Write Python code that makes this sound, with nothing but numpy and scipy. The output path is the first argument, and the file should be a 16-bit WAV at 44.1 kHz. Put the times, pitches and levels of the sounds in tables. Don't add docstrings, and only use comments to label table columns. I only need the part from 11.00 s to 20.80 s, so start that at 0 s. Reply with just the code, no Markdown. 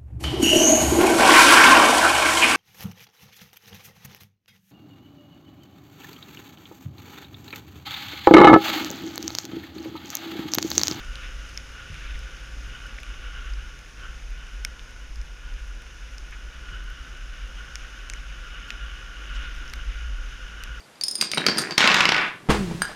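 import sys
import numpy as np
from scipy import signal
from scipy.fft import rfft, irfft, next_fast_len
from scipy.io import wavfile
from scipy.ndimage import uniform_filter1d, map_coordinates

SR = 44100
rng = np.random.default_rng(int(sys.argv[2]) if len(sys.argv) > 2 else 0)


def to_wav(s):
    ch = np.atleast_2d(s).T
    pcm = np.round(np.clip(ch, -1, 1) * 32767)
    wavfile.write(sys.argv[1], SR, pcm.astype(np.int16))


N = 432180

# time_s, firing_hz
FIRING_RATE = [(0, 29.6), (.3, 28.8), (1.15, 29.8), (1.48, 28.1), (1.72, 28.9), (2.05, 28.1), (2.8, 27.1),
               (3.6, 25.7), (4.2, 24.9), (5, 24.7), (5.8, 25.5), (7.1, 27.4), (7.9, 28.1), (8.3, 27.7),
               (9.8, 28.8)]
# time_s, load_db
LOAD = [(0.0, -51.8), (0.2, -49.5), (0.64, -54), (0.88, -49.5), (1.54, -52.5), (1.6, -55), (1.67, -47.5),
        (2.0, -51), (2.34, -46.5), (2.94, -58.5), (3.04, -45), (3.22, -60), (3.44, -51), (4.18, -58.0),
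        (4.44, -54.5), (5.2, -56), (5.66, -48.5), (6.42, -51), (6.52, -48.5), (7.34, -50.5), (7.56, -46),
        (8.18, -47), (8.38, -44), (8.86, -51), (9.78, -46.5)]
# firing_multiple, relative_db
EXHAUST_HARMONICS = [(2, -57), (3, -62.5), (4, -61.5), (5, -69.5), (6, -70), (7, -80), (8, -71.5),
                     (9, -71.5), (10, -72), (12, -77), (14, -75.5), (15, -74.5), (18, -71.5), (19, -76)]
# time_s, gain_db
EXHAUST_GAIN = [(0, 1), (1, 2.5), (1.8, 1), (3, -1), (4.5, -4), (6, -4), (7.5, -1), (9.8, -1)]
# firing_multiple, relative_db
GEAR_TONES = [(41, -63), (68.6, -63)]
# centre_hz, width_hz, gain_db
RASP_RESONANCES = [(1160, 130, -17), (1453, 120, 0), (2890, 170, -6.5)]
# frequency_hz, gain_db
RASP_SPECTRUM = [(500, -50), (1150, .5), (3100, 1.5), (4500, -21), (9000, -25)]
# frequency_hz, gain_db
METAL_SPECTRUM = [(600, -23), (1000, -14.5), (1200, -2.5), (1700, 4), (2000, 1.5), (2600, 6.5), (3100, -3),
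                  (3600, 1), (4100, -11.5), (6000, -22), (8000, -43)]
# peak_s, rise_db, sigma_s
ROUGH_PATCHES = [(.24, 5, 0.026), (1.06, 3.5, 0.13), (1.77, 2, .06), (2.44, 2, 0.05), (4.583, 5, 0.023),
                 (5.6, 2, .05), (6.2, 0.5, .15), (6.827, 3.5, .05), (7.65, 2, 0.26), (8.484, 6, 0.12),
                 (8.93, 4, 0.053)]
# frequency_hz, gain_db
EDDY_SPECTRUM = [(5, -24), (12, -13), (22, -17), (28, -11), (34, 0), (41, -4), (49, 1), (58, -5), (68, -18),
                 (90, -30), (150, -40), (400, -70)]
# time_s, level_db
BUFFET_LEVEL = [(0.0, -33.5), (0.38, -33.5), (0.84, -47.5), (1.02, -30.5), (1.42, -40.5), (1.6, -33),
                (1.86, -39), (2.54, -31.3), (2.9, -45.5), (3.06, -35.5), (4.04, -36.6), (4.26, -31),
                (4.38, -42.5), (4.54, -31), (4.92, -41), (5.82, -35), (7.06, -38), (7.28, -33.5),
                (7.64, -39), (7.88, -31.0), (8.16, -39), (8.32, -30), (8.58, -36.1), (9.06, -28),
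                (9.44, -36), (9.78, -36.3)]
# frequency_hz, gain_db
RUSH_SPECTRUM = [(30, 6), (100, 3), (180, -1), (300, -3), (400, -5), (650, -8), (950, -8), (1500, -17),
                 (4000, -39), (16000, -60)]
# centre_hz, width_hz, gain_db
CAVITY_RESONANCES = [(145.3, 8, 1), (256, 57, -14.5), (513.4, 37, -8.5), (1106, 49, -15.5)]
# frequency_hz, gain_db
TYRE_SPECTRUM = [(800, -9.5), (1700, 4.5), (3300, -2.5), (4200, -5), (4800, -2.5), (5700, 1), (6400, 2),
                 (7050, -3.5), (7600, -17.5), (9400, -14), (10900, -30.5), (13000, -19), (15500, -40)]
# time_s, level_db
HISS_LEVEL = [(0, -51), (1.4, -52.5), (2.9, -54), (4.4, -55), (6.2, -54.5), (6.8, -53), (7.6, -54),
              (8.5, -53), (9.8, -54)]
# centre_hz, width_hz, gain_db
CASE_RESONANCES = [(5200, 220, 0), (8350, 400, -14), (10150, 400, -11)]
# start_s, wall_db, lens_db, rim_db, pitch_ratio, crack_share
IMPACTS = [(.1557, -31, -46, -55, 1.26, .6), (.5752, -31, -24.5, -47, 0.99, 0.16),
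           (1.1917, -47, -40.5, -53, 1, 0.2), (2.0326, -34, -47, -51, 1.08, .3),
           (2.5366, -49, -40, -60, 0.97, 0.1), (3.6491, -21, -21.5, -29.5, 1.01, 0.2),
           (3.7943, -38, -45, -59, 0.67, .8), (4.1579, -52, -42, -55, 0.98, 0.1),
           (4.2146, -46, -42, -57, 0.99, 0.5), (5.1823, -43, -35.5, -54, 0.99, 0.15),
           (6.7559, -30, -27.5, -44, 1.05, 0.6), (7.0993, -31.5, -29.5, -45, 1.2, 0.8),
           (7.1362, -30.5, -33, -48, 1, 0.7), (7.7047, -23, -37, -48, 1.13, 0.72),
           (8.6789, -40, -41, -63, 1.05, 0.2), (8.6991, -44, -40, -60, 1, 0.1),
           (8.7363, -36.5, -32.5, -41, 1.07, 0.5), (9.6368, -34, -35, -39.5, 1.12, 0.4)]
# pitch_hz, relative_db, t60_s
CASE_MODES = [(1520, -7, .008), (2200, -1, .02), (2480, -2, .014), (3350, -3, .005), (4650, -11, .004),
              (5280, 0, .008), (6500, -6, .004), (8450, -3, .005), (10100, -3, .004), (11900, 0, .003),
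              (14800, -10, .003)]
# low_hz, high_hz
CRACK_BANDS = [(1300, 3600), (4100, 7000), (7500, 12000)]
# start_s, gain_db
ROAD_BUMPS = [(.9, -37.5), (1.255, -53), (1.675, -45), (5.721, -44)]
# pitch_hz, relative_db, t60_s
MOUNT_MODES = [(88, 5, .21), (108, 7, .095), (150, -2, .3), (178, -12, .1)]
# peak_s, level_db, sigma_s, centre_hz
GRAVEL_SPRAYS = [(.951, -44, .005, 2300), (1.151, -42.5, .006, 2400), (1.986, -38, .003, 2050),
                 (5.335, -42.5, 0.0098, 1850), (5.693, -45, 0.0067, 2400), (6.848, -47, 0.0055, 1800),
                 (8.36, -49.5, 0.011, 4700), (8.456, -48, .003, 2900), (8.737, -35, 0.0023, 1570)]
# peak_s, level_db, sigma_s, centre_hz
GUST_BANDS = [(8.55, -39.5, 0.13, 14), (8.55, -58.5, 0.16, 255)]

CRUISE_FIRING_HZ, CRUISE_LOAD_DB = 27.5, -50
CLATTER_DB, RUSH_DB = -51.5, -53.5
BAND_LIMIT_HZ = 15600


def amp(db):
    return 10 ** (np.asarray(db) / 20)


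def unit(x):
    return x / np.sqrt(np.mean(x ** 2) + 1e-20)


def curve(rows):
    return np.interp(np.arange(N) / SR, *np.transpose(rows))


def wobble(rate_hz):
    knots = rng.standard_normal(int(N * rate_hz / SR) + 4)
    return map_coordinates(knots, [np.arange(N) * rate_hz / SR])


def bell(peak_s, sigma_s):
    return np.exp(-.5 * ((np.arange(N) / SR - peak_s) / sigma_s) ** 2)


def noise():
    return rng.standard_normal(N)


def filtered(x, response):
    size = next_fast_len(N + SR // 2)
    return irfft(rfft(x, size) * response(np.fft.rfftfreq(size, 1 / SR)), size)[:N]


def coloured(x, spectrum):
    hz, db = np.transpose(spectrum)
    return unit(filtered(x, lambda f: amp(np.interp(np.log(f + 1), np.log(hz), db))))


def resonant(x, peaks):
    return unit(filtered(x, lambda f: sum(
        amp(db) * 1j * f * width / (hz * hz - f * f + 1j * f * width) for hz, width, db in peaks)))


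def add(track, start_s, sound):
    part = track[max(round(start_s * SR), 0):][:len(sound)]
    part += sound[:len(part)]


def crunch(rate_hz, spread_db):
    return unit((rng.random(N) < rate_hz / SR) * noise() * amp(spread_db * np.clip(noise(), -2, 2)))


def swells(rows, octaves):
    track = np.zeros(N)
    for peak_s, db, sigma_s, hz in rows:
        band = filtered(noise(), lambda f: np.exp(-.5 * (np.log2((f + 1) / hz) / octaves) ** 2))
        track += amp(db) * bell(peak_s, sigma_s) * unit(band)
    return track


def effort_db(db_per_hz, load_slope):
    speed_db = db_per_hz * (curve(FIRING_RATE) - CRUISE_FIRING_HZ)
    return speed_db + load_slope * (curve(LOAD) - CRUISE_LOAD_DB)


def exhaust(phase):
    note = sum(amp(db + 2.55 * wobble(6)) * np.sqrt(2) * np.sin(k * phase + 2 * np.pi * rng.random())
               for k, db in EXHAUST_HARMONICS)
    return amp(curve(EXHAUST_GAIN)) * note


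def gear_whine(phase):
    whine = sum(amp(db + 3.2 * wobble(9)) * np.sin(k * phase + 1.57 * wobble(70))
                for k, db in GEAR_TONES)
    return whine * amp(-.4 * (curve(LOAD) + 67))


def strikes(cycle, count, scatter_db=2.5):
    strike_cycles = np.arange(int(cycle[-1]) + 1)[:, None] + rng.random(count)
    samples = np.interp(strike_cycles, cycle, np.arange(N), right=N).astype(int)
    force = rng.choice([-1, 1], count) * amp(scatter_db * rng.standard_normal(samples.shape))
    return unit(np.bincount(samples.ravel(), force.ravel(), N + 1)[:N])


def rasp(cycle, surge, jolts):
    flutter = amp(.82 * jolts + 1.4 * wobble(24))
    gas = surge * flutter * (noise() + .64 * strikes(cycle, count=44))
    return amp(curve(LOAD) + 3) * coloured(resonant(gas, RASP_RESONANCES), RASP_SPECTRUM)


def clatter(cycle, surge, jolts):
    rattle = noise() + .41 * strikes(cycle, count=30) + .57 * crunch(rate_hz=450, spread_db=2.5)
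    flutter = amp(.5 * jolts + .81 * wobble(20))
    rough_db = sum(db * bell(peak_s, sigma_s) for peak_s, db, sigma_s in ROUGH_PATCHES)
    level_db = CLATTER_DB + effort_db(db_per_hz=.66, load_slope=.2) + rough_db
    return amp(level_db) * coloured(surge * flutter * rattle, METAL_SPECTRUM)


def engine():
    cycle = np.cumsum(curve(FIRING_RATE)) / SR
    phase = 2 * np.pi * cycle
    tones = exhaust(phase) + gear_whine(phase)
    surge = amp(.2 * np.cos(phase) + .55 * np.cos(2 * phase))
    jolts = wobble(13)
    return tones + rasp(cycle, surge, jolts) + clatter(cycle, surge, jolts)


def buffeting():
    eddies = coloured(noise(), EDDY_SPECTRUM)
    running_rms = np.sqrt(np.abs(uniform_filter1d(eddies ** 2, size=5000)))
    evened = unit(eddies / (running_rms + .39))
    shaking = amp(curve(BUFFET_LEVEL) - .9 + 2.03 * wobble(10)) * evened
    return filtered(shaking, lambda hz: 1 / np.sqrt(1 + (hz / 66) ** 14))


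def air_rush():
    rush = coloured(noise(), RUSH_SPECTRUM) + amp(-7) * resonant(noise(), CAVITY_RESONANCES)
    return amp(RUSH_DB + effort_db(db_per_hz=.14, load_slope=.18) + .64 * wobble(12)) * rush


def tyre_hiss():
    grit = noise() + .34 * crunch(rate_hz=1500, spread_db=4.5)
    ringing = amp(-10) * resonant(noise(), CASE_RESONANCES)
    return amp(curve(HISS_LEVEL) + .42 * wobble(14)) * (coloured(grit, TYRE_SPECTRUM) + ringing)


def drops():
    track, t = np.zeros(N), np.arange(SR // 30) / SR
    parts = CASE_MODES[:4], CASE_MODES[4:7], CASE_MODES[7:]
    bands = [signal.butter(3, band, "band", fs=SR, output="sos") for band in CRACK_BANDS]
    drizzle = [(when * N / SR, -54 + 9 * wall, -56 + 9 * lens, -63 + 8 * rim, 1, .5)
               for when, wall, lens, rim in rng.random((36, 4))]
    for start_s, *levels_db, pitch_ratio, crack_share in list(IMPACTS) + drizzle:
        for modes, band, part_db in zip(parts, bands, levels_db):
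            ring = sum((-1) ** k * amp(db + 1.4 * rng.standard_normal() - 60 * t / t60)
                       * np.sin(2 * np.pi * hz * pitch_ratio * t)
                       for k, (hz, db, t60) in enumerate(modes))
            ring *= 1 - np.exp(-t / .00012)
            crack = signal.sosfilt(band, rng.standard_normal(len(t)) * amp(-60 * t / .0023))
            hit = np.sqrt(1 - crack_share) * unit(ring) + np.sqrt(crack_share) * unit(crack)
            add(track, start_s, amp(part_db + 17.5) * hit / np.linalg.norm(hit))
    return signal.sosfilt(signal.butter(3, 1000, "high", fs=SR, output="sos"), track)


def bumps():
    track, t = np.zeros(N), np.arange(SR // 4) / SR
    knock = sum(amp(db - 60 * t / t60) * np.sin(2 * np.pi * hz * t) for hz, db, t60 in MOUNT_MODES)
    knock *= 1 - np.exp(-t / .0035)
    for start_s, db in ROAD_BUMPS:
        add(track, start_s, amp(db) * knock)
    return track


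def gravel_sprays():
    return swells(GRAVEL_SPRAYS, octaves=.47)


def gust():
    return swells(GUST_BANDS, octaves=.49)


def scene():
    return (engine() + buffeting() + air_rush() + gust()
            + tyre_hiss() + gravel_sprays() + drops() + bumps())[None]


def record(dry):
    return filtered(dry[0], lambda hz: hz < BAND_LIMIT_HZ)[None]


dry = scene()
out = record(dry)
to_wav(out)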